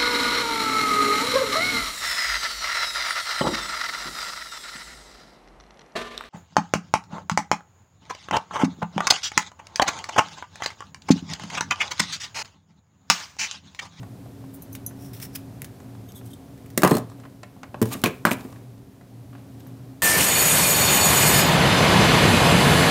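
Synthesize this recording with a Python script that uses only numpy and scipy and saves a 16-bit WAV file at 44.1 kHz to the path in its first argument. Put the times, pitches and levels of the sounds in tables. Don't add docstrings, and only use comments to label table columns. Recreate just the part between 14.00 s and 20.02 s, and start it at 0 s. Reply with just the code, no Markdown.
import sys
import numpy as np
from scipy import signal
from scipy.fft import rfft, irfft
from scipy.io import wavfile

SR = 44100
rng = np.random.default_rng(int(sys.argv[2]) if len(sys.argv) > 2 else 0)


def makeup_ratio(level_db):
    decades = np.asarray(level_db, float) / 20
    return 10 ** decades


def master_out(mix):
    frames = np.transpose(np.atleast_2d(mix))
    ceiling = np.clip(frames, -1, 1)
    pcm = np.round(ceiling * 32767).astype(np.int16)
    wavfile.write(sys.argv[1], SR, pcm)


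N = 265482

# t/s, gain/dB
GAIN = [(0, -1), (.5, -0.5), (1.4, 0.5), (2.2, -1), (2.6, -1.5), (3.1, -1), (3.4, -5), (3.7, -4.5),
        (3.95, 3), (4.2, -2), (4.45, 0), (4.8, -5.5), (5.05, -5.5), (5.25, -3.5), (5.65, -1), (6.02, -3)]
# f/Hz, level/dB, t60/s
JAWS = [(4000, -15, 0.049), (5430, -20, 0.06), (6121, -2.5, 0.065), (6770, -15, 0.092), (8000, -17, .04),
        (9970, -2, 0.077), (9790, -17, 0.078), (11900, 6, 0.035), (12650, -17, 0.056), (12770, 9.5, 0.022),
        (13000, -20, 0.023), (14140, -1, 0.017)]
# f/Hz, level/dB, t60/s
TOP = [(602, 3, 0.056), (707, 4, 0.061), (870, -2.5, 0.025), (1017, -14.5, 0.17), (1022, -2, 0.095),
       (1110, -2, 0.08), (1320, -25, 0.015), (1440, -15, 0.019), (1610, -29, 0.04), (2000, -15, 0.035),
       (2550, -6, 0.018), (3070, -19, 0.053)]
# f/Hz, level/dB, t60/s
PLIERS = [(4150, -2, .02), (6620, -5, .012), (7590, -3, .012), (8500, 0, .01), (10100, -6, .01),
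          (12600, -6, .008), (13800, -6, .008)]


def rms_one(x):
    return x / np.sqrt(np.mean(x ** 2) + 1e-20)


def butter(x, hz, kind, order=2):
    return signal.sosfilt(signal.butter(order, hz, kind, fs=SR, output="sos"), x)


def in_time(rows):
    return np.interp(np.arange(N) / SR, *np.transpose(rows))


def noise(response):
    return rms_one(irfft(rfft(rng.standard_normal(N)) * response, N))


def ring(push, modes):
    out = 0
    for k, (hz, level_db, t60) in enumerate(modes):
        radius = makeup_ratio(-60 / (t60 * SR))
        angle = 2 * np.pi * hz / SR
        poles = [1, -2 * radius * np.cos(angle), radius * radius]
        mode = signal.lfilter([0, np.sin(angle)], poles, push + 1e-18)
        out = out + (-1) ** k * makeup_ratio(level_db) * mode
    return out


def place(out, s, sound, peak_db):
    at = round(s * SR)
    sound = sound[:N - at]
    scaled = makeup_ratio(peak_db) * sound / np.max(np.abs(sound))
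    return out + np.pad(scaled, (at, N - at - len(sound)))


def contact(length_s, first=-2.33):
    t = np.arange(8192) / SR
    chatter = rng.standard_normal(len(t)) * np.exp(-t / max(length_s, 2e-4))
    chatter[0] = first
    return chatter


def uneven(modes, spread_db=4):
    return [(hz, db + spread_db * rng.standard_normal(), t60) for hz, db, t60 in modes]


def background():
    # f/Hz, density/dB per Hz
    rumble_curve = [(20, -33), (86, -9), (119, -8), (273, -13), (386, -18.5), (701, -23), (2500, -44.5),
                    (3600, -85)]
    # f/Hz, density/dB per Hz
    hiss_curve = [(500, -13.5), (1500, 2), (4000, 0), (8000, -3), (12000, -3), (15000, -3.5), (16500, -15)]
    # f/Hz, width/Hz, rms/dB
    resonances = [(191, 70, -53), (388, 17, -60), (711, 10, -69)]
    gain_db = in_time(GAIN)
    hz = np.maximum(np.fft.rfftfreq(N, 1 / SR), 1)

    def shaped(curve):
        curve_hz, curve_db = np.transpose(curve)
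        return noise(makeup_ratio(np.interp(np.log(hz), np.log(curve_hz), curve_db)))

    air = makeup_ratio(-45) * shaped(rumble_curve)
    for mid_hz, width_hz, level_db in resonances:
        air += makeup_ratio(level_db) * noise(1 / (1 + (2 * (hz - mid_hz) / width_hz) ** 2))
    return air * makeup_ratio(gain_db) + shaped(hiss_curve) * makeup_ratio(-59.5 + 0.75 * gain_db)


def appliance_drone():
    # f/Hz, pitch wander/Hz, flutter/dB
    tones = [(118, 7.01, 3.5), (270, 6.88, 4.5)]
    # t/s, level/dB
    load = [(0, -37.5), (.2, -47.5), (.42, -37.5), (.6, -58), (.68, -43), (1.3, -47.5), (1.63, -41),
            (1.8, -58), (1.9, -42), (2.1, -48), (2.27, -44), (2.48, -58), (2.6, -46), (3.05, -48),
            (3.5, -52.5), (4.7, -46), (5, -58), (5.15, -46)]
    levels_db = in_time(load), -49.5 + in_time(GAIN)
    out = 0
    for (mid_hz, wander_hz, flutter_db), level_db in zip(tones, levels_db):
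        wander = rms_one(butter(rng.standard_normal(N), 14.34, "low"))
        flutter = rms_one(butter(rng.standard_normal(N), 9.5, "low"))
        flutter = np.clip(flutter, -3, 1.3)
        phase = 2 * np.pi * np.cumsum(mid_hz + wander_hz * wander) / SR
        out = out + np.sqrt(2) * makeup_ratio(level_db + flutter_db * flutter) * np.sin(phase)
    return out


def room(x):
    t60_s, level_db, dull_hz = 0.3, -12.5, 3000
    t = np.arange(SR // 2) / SR
    dull, bright = rng.standard_normal((2, len(t)))
    tail = butter(dull, dull_hz, "low") * makeup_ratio(-60 * t / t60_s)
    tail += 0.93 * bright * makeup_ratio(-60 * t / (.5 * t60_s))
    tail *= 1 - np.exp(-t / 0.0031)
    return makeup_ratio(level_db) * signal.fftconvolve(x, tail / np.sqrt(np.sum(tail ** 2)))[:N]


def knocks(rows, top_hz=17000):
    # f/Hz, level/dB, t60/s
    board = [(118, 2, 0.068), (160, 1.5, 0.065), (253, 2, 0.091), (276.5, 8, 0.041), (375.6, -5.5, 0.046),
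             (443, 1, 0.071), (526, -9, 0.087)]
    out, touch = np.zeros(N), -signal.unit_impulse(8192)
    for s, thud_db, thud_hz, knock_db, knock_hz, crack_db in rows:
        thud = ring(touch, [(thud_hz, 0, 3.36 / thud_hz)])
        thud += 0.11 * ring(touch, uneven(board))
        out = place(out, s, thud, thud_db)
        knock = ring(touch, [(knock_hz, 0, 5.5 / knock_hz)])
        knock += 0.088 * ring(touch, uneven(TOP))
        rattle = butter(contact(0.0065), [.5 * knock_hz, 1.54 * knock_hz], "band")
        out = place(out, s, knock + 1.29 * rattle, knock_db)
        push = contact(0.0037)
        crack = butter(push, [3000, top_hz], "band") + 0.015 * ring(push, PLIERS)
        out = place(out, s, crack, crack_db)
    return out


def light_taps():
    # t/s, knock/dB, knock f/Hz, crack/dB
    taps = [(0.031, -35, 1120, -44), (0.258, -40.5, 820, -53), (0.44, -38, 884, -57), (0.91, -36, 900, -54),
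            (1.802, -37, 1000, -47), (1.951, -43, 1200, -50), (2.213, -39, 810, -60),
            (3.099, -41, 1040, -41.5), (3.118, -38.5, 1010, -51), (3.2, -42.5, 1280, -46),
            (3.236, -38, 1180, -61), (3.252, -34.5, 1200, -60), (3.297, -61, 1240, -55),
            (3.432, -29, 1600, -38), (3.565, -41.5, 800, -62), (3.6322, -26, 1270, -34),
            (3.744, -22.5, 800, -66), (4.4082, -37, 1290, -37), (4.526, -37.5, 1360, -43),
            (4.56, -41, 1460, -53), (4.779, -51, 1100, -50.5), (5.352, -34.5, 1080, -59),
            (5.011, -43.5, 1100, -56), (5.33, -43, 1200, -58), (5.604, -46.5, 2600, -46),
            (5.665, -41.5, 1300, -53)]
    thud_hz, thud_db = 280, -15
    rows = [(s, db + thud_db, thud_hz, db, hz, crack_db) for s, db, hz, crack_db in taps]
    return knocks(rows, top_hz=8000)


def blows(rows, thud_hz, knock_hz, sag_per_s=0):
    pitched = []
    for s, thud_db, knock_db, crack_db in rows:
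        sag = np.exp(-sag_per_s * (s - rows[0][0]))
        pitched.append((s, thud_db, thud_hz * sag, knock_db, knock_hz * sag, crack_db))
    return knocks(pitched)


def pliers_on_table():
    # t/s, thud/dB, knock/dB, crack/dB
    drop = [(2.7762, -8, -20, -6), (2.82, -26, -19.5, -17), (2.8333, -6.5, 0, -8), (2.838, -18, -38, -13),
            (2.848, -5, -4, -12.5), (2.8495, -3, -35, -27), (2.8635, -18, -30, -28), (2.875, -28, -8, -15),
            (2.895, -40, -41, -25), (2.9105, -3, -28, -17), (2.9155, -17, -10, -35),
            (2.94, -25, -20.5, -27), (2.9515, -7.5, -30, -18.5), (2.968, -40, -16.5, -20),
            (2.982, -44, -32, -25)]
    # t/s, thud/dB, knock/dB, crack/dB
    landing = [
        (3.8163, -5.5, -19.5, -16),
        (3.8255, -11, -15, -17.5),
        (3.856, -37, -26, -27.5),
        (3.952, -20, -28.5, -41),
    ]
    # t/s, thud/dB, knock/dB, crack/dB
    pickup = [
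        (4.0385, -6, -6, -9.5),
        (4.0595, -13.5, -16, -14),
        (4.071, -36, -25, -23),
        (4.252, -10.5, -7.5, -9),
        (4.27, -19.5, -14, -42),
        (4.31, -26, -17.5, -21),
        (4.3145, -12, -15.5, -15.5),
        (4.33, -23, -42, -24),
        (4.45, -27, -37, -58),
    ]
    out = blows(drop, thud_hz=367, knock_hz=1180, sag_per_s=1.72)
    out += blows(landing, thud_hz=270, knock_hz=1000)
    return out + blows(pickup, thud_hz=294, knock_hz=1320)


def sway_and_clank():
    # t/s, level/dB, f/Hz, t60/s
    rings = [(2.836, -19, 118, 0.14), (2.95, -27, 118, 0.41), (3.824, -13.5, 118, 0.14),
             (2.778, -11, 2000, 0.0065), (2.911, -34.5, 4170, 0.057), (2.942, -34, 4170, .05),
             (2.969, -39, 4360, 0.039), (4.038, -11, 3000, 0.011), (4.041, -11, 4200, 0.0068),
             (4.06, -9.5, 2500, 0.0094), (4.2519, -1, 1480, 0.0085), (4.253, -15, 1060, 0.026),
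             (4.315, -10.5, 2450, 0.0067)]
    out, touch = np.zeros(N), -signal.unit_impulse(8192)
    for s, ring_db, ring_hz, t60 in rings:
        soft_touch = butter(touch, 2 * ring_hz, "low")
        out = place(out, s, ring(soft_touch, [(ring_hz, 0, t60)]), ring_db)
    return out


def scrapes(strokes, body, low_hz, shift=0.036, uneven_db=3, bright_db=-30, top_hz=19000):
    out = np.zeros(N)
    for s, length_s, crest, hiss_db, ring_db in strokes:
        at, n = round(s * SR), round(length_s * SR)
        slips = rng.standard_normal(16384) * makeup_ratio(2.1 * np.minimum(rng.exponential(1, 16384), 6))
        slips *= makeup_ratio(2.03 * rms_one(butter(rng.standard_normal(16384), 100, "low")))
        grip = rng.standard_normal((len(body), 2))
        modes = [(hz * (1 + shift * a), db + uneven_db * b, t60) for (hz, db, t60), (a, b) in zip(body, grip)]
        stroke = np.interp(np.linspace(0, 1, n), [0, np.clip(crest, .02, .98), 1], [0, 1, 0])
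        stroke = stroke ** 1.2
        hiss = butter(butter(slips, low_hz, "high", order=3), top_hz, "low")
        hiss = rms_one(hiss + makeup_ratio(bright_db) * butter(hiss, 9000, "high"))
        rub = makeup_ratio(hiss_db) * hiss + makeup_ratio(ring_db) * rms_one(ring(slips, modes))
        out[at:at + n] += stroke * rub[2000:2000 + n]
    return out


def table_rubs():
    # t/s, length/s, moment of most pressure/0-1, hiss/dB, ring/dB
    slides = [(2.73, .016, .41, -62, -66), (2.83, 0.089, .2, -37, -47), (2.89, 0.12, 0.13, -41, -36),
              (3.82, 0.29, 0.22, -45.5, -68), (3.91, 0.041, 0.59, -29.5, -34.5),
              (4.04, 0.073, 0.24, -42, -50), (4.255, 0.075, .17, -41, -38),
              (4.305, 0.048, 0.37, -34.5, -36), (4.07, 0.21, .05, -54, -68), (4.35, 0.32, .05, -54, -71)]
    # t/s, length/s, moment of most pressure/0-1, hiss/dB, ring/dB
    chatters = [(2.834, 0.078, 0.32, -42, -22), (2.91, 0.12, 0, -44, -30), (3.90, 0.073, 0.35, -37.5, -37),
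                (4.04, 0.057, 0.23, -28.5, -33), (4.254, 0.056, .1, -29, -26), (4.31, 0.056, 0, -41, -33),
                (3.18, .15, 0.02, -77, -56), (4.38, .31, 0, -68, -50.5), (5.32, 0.13, 0.4, -62, -67)]
    pressed_top = [(hz, db, t60 / 5) for hz, db, t60 in TOP]
    out = scrapes(slides, PLIERS, low_hz=2000, shift=0.034)
    return out + scrapes(chatters, pressed_top, low_hz=900, shift=0.086, uneven_db=1.5, top_hz=3000)


def jaw_clinks():
    # t/s, peak/dB
    clinks = [
        (0.621, -30.5),
        (0.729, -29),
        (0.8637, -15.5),
        (5.5994, -43),
        (5.67, -41),
    ]
    out = np.zeros(N)
    for s, peak_db in clinks:
        push = contact(0.00024, first=-4.0)
        out = place(out, s, ring(push, JAWS) + 1.5 * butter(push, 9000, "high"), peak_db)
    return out


def wire_ticks():
    # t/s, crack/dB, low part/dB, contact length/s, rustle/dB
    snaps = [(0.7513, -29, -29.5, 0.00035, -22.5), (0.754, -53, -39, 0.00067, -54),
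             (1.2, -52, -39, 0.0046, -29.5), (1.619, -15, -27, 0.0003, -31),
             (1.645, -23.5, -34.5, 0.0019, -30), (2.121, -33.5, -59, 0.00087, -45),
             (2.577, -45, -47, .001, -48), (2.66, -40, -40.5, 0.005, -61), (2.702, -44, -53, 0.0017, -36.5),
             (3.91, -33, -55, .001, -54), (3.94, -43, -29, 0.0032, -47), (3.97, -35, -50, .001, -56),
             (4.017, -28, -39, .002, -56)]
    out = np.zeros(N)
    for s, crack_db, low_db, length_s, rustle_db in snaps:
        push = contact(length_s)
        out = place(out, s, butter(push, 2500, "high"), crack_db)
        out = place(out, s, butter(push, [1100, 3200], "band"), low_db)
        out = place(out, s, butter(contact(0.0059, first=0), 930, "high"), rustle_db)
    return out


def wire_scrapes():
    # t/s, length/s, moment of most pressure/0-1, hiss/dB, ring/dB
    on_jaws = [(.53, 0.052, 0.25, -46, -57), (.62, 0.032, 0.2, -46, -63), (.72, 0.045, .26, -48, -56)]
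    drawn = [(.95, 0.18, 0.59, -51, -56.5), (1.13, 0.11, 0.037, -43.5, -55), (1.205, 0.071, 0.35, -35, -45),
             (1.32, 0.058, .5, -51, -53), (1.347, 0.022, 0.5, -29, -52)]
    held = [(2.08, .047, 0.23, -63, -51), (2.145, .066, 0.25, -50, -45.5), (2.225, 0.084, 0.48, -55, -57.5),
            (2.29, 0.042, 0.61, -54, -55), (2.328, 0.029, 0.26, -51, -49.5)]
    # f/Hz, level/dB, t60/s
    free_wire = [(4700, 0, .004), (5200, 8, 0.005), (5800, 2, .004)]
    # f/Hz, level/dB, t60/s
    held_wire = [(3180, 0, 0.034), (3510, -1, 0.033), (3840, -4, 0.033), (5460, -17, .02), (6530, -1, .02),
                 (8000, -7, 0.013), (8550, 10, 0.01), (9600, -2, .02), (11700, 6.5, 0.014),
                 (12500, 2, .008), (13300, 8, .01)]
    out = scrapes(on_jaws, JAWS[4:], low_hz=8750, shift=0.033)
    out += scrapes(drawn, free_wire, low_hz=1300, bright_db=-3.5)
    return out + scrapes(held, held_wire, low_hz=5030, shift=0.022)


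def scene():
    steady = background() + appliance_drone()
    near = light_taps() + pliers_on_table() + sway_and_clank() + table_rubs()
    near += jaw_clinks() + wire_ticks() + wire_scrapes()
    near = butter(near, 123.4, "high", order=4)
    return (near + room(near) + steady)[None]


def band_limit(x):
    return signal.sosfilt(signal.butter(12, 16850, fs=SR, output="sos"), x)


def record(dry):
    ceiling, cutoff_hz = 1.05, 16100
    rounded = ceiling * np.tanh(dry / ceiling)
    top_cut = signal.cheby2(12, 30, cutoff_hz, fs=SR, output="sos")
    return band_limit(signal.sosfilt(top_cut, rounded))


dry = scene()
out = record(dry)
master_out(out)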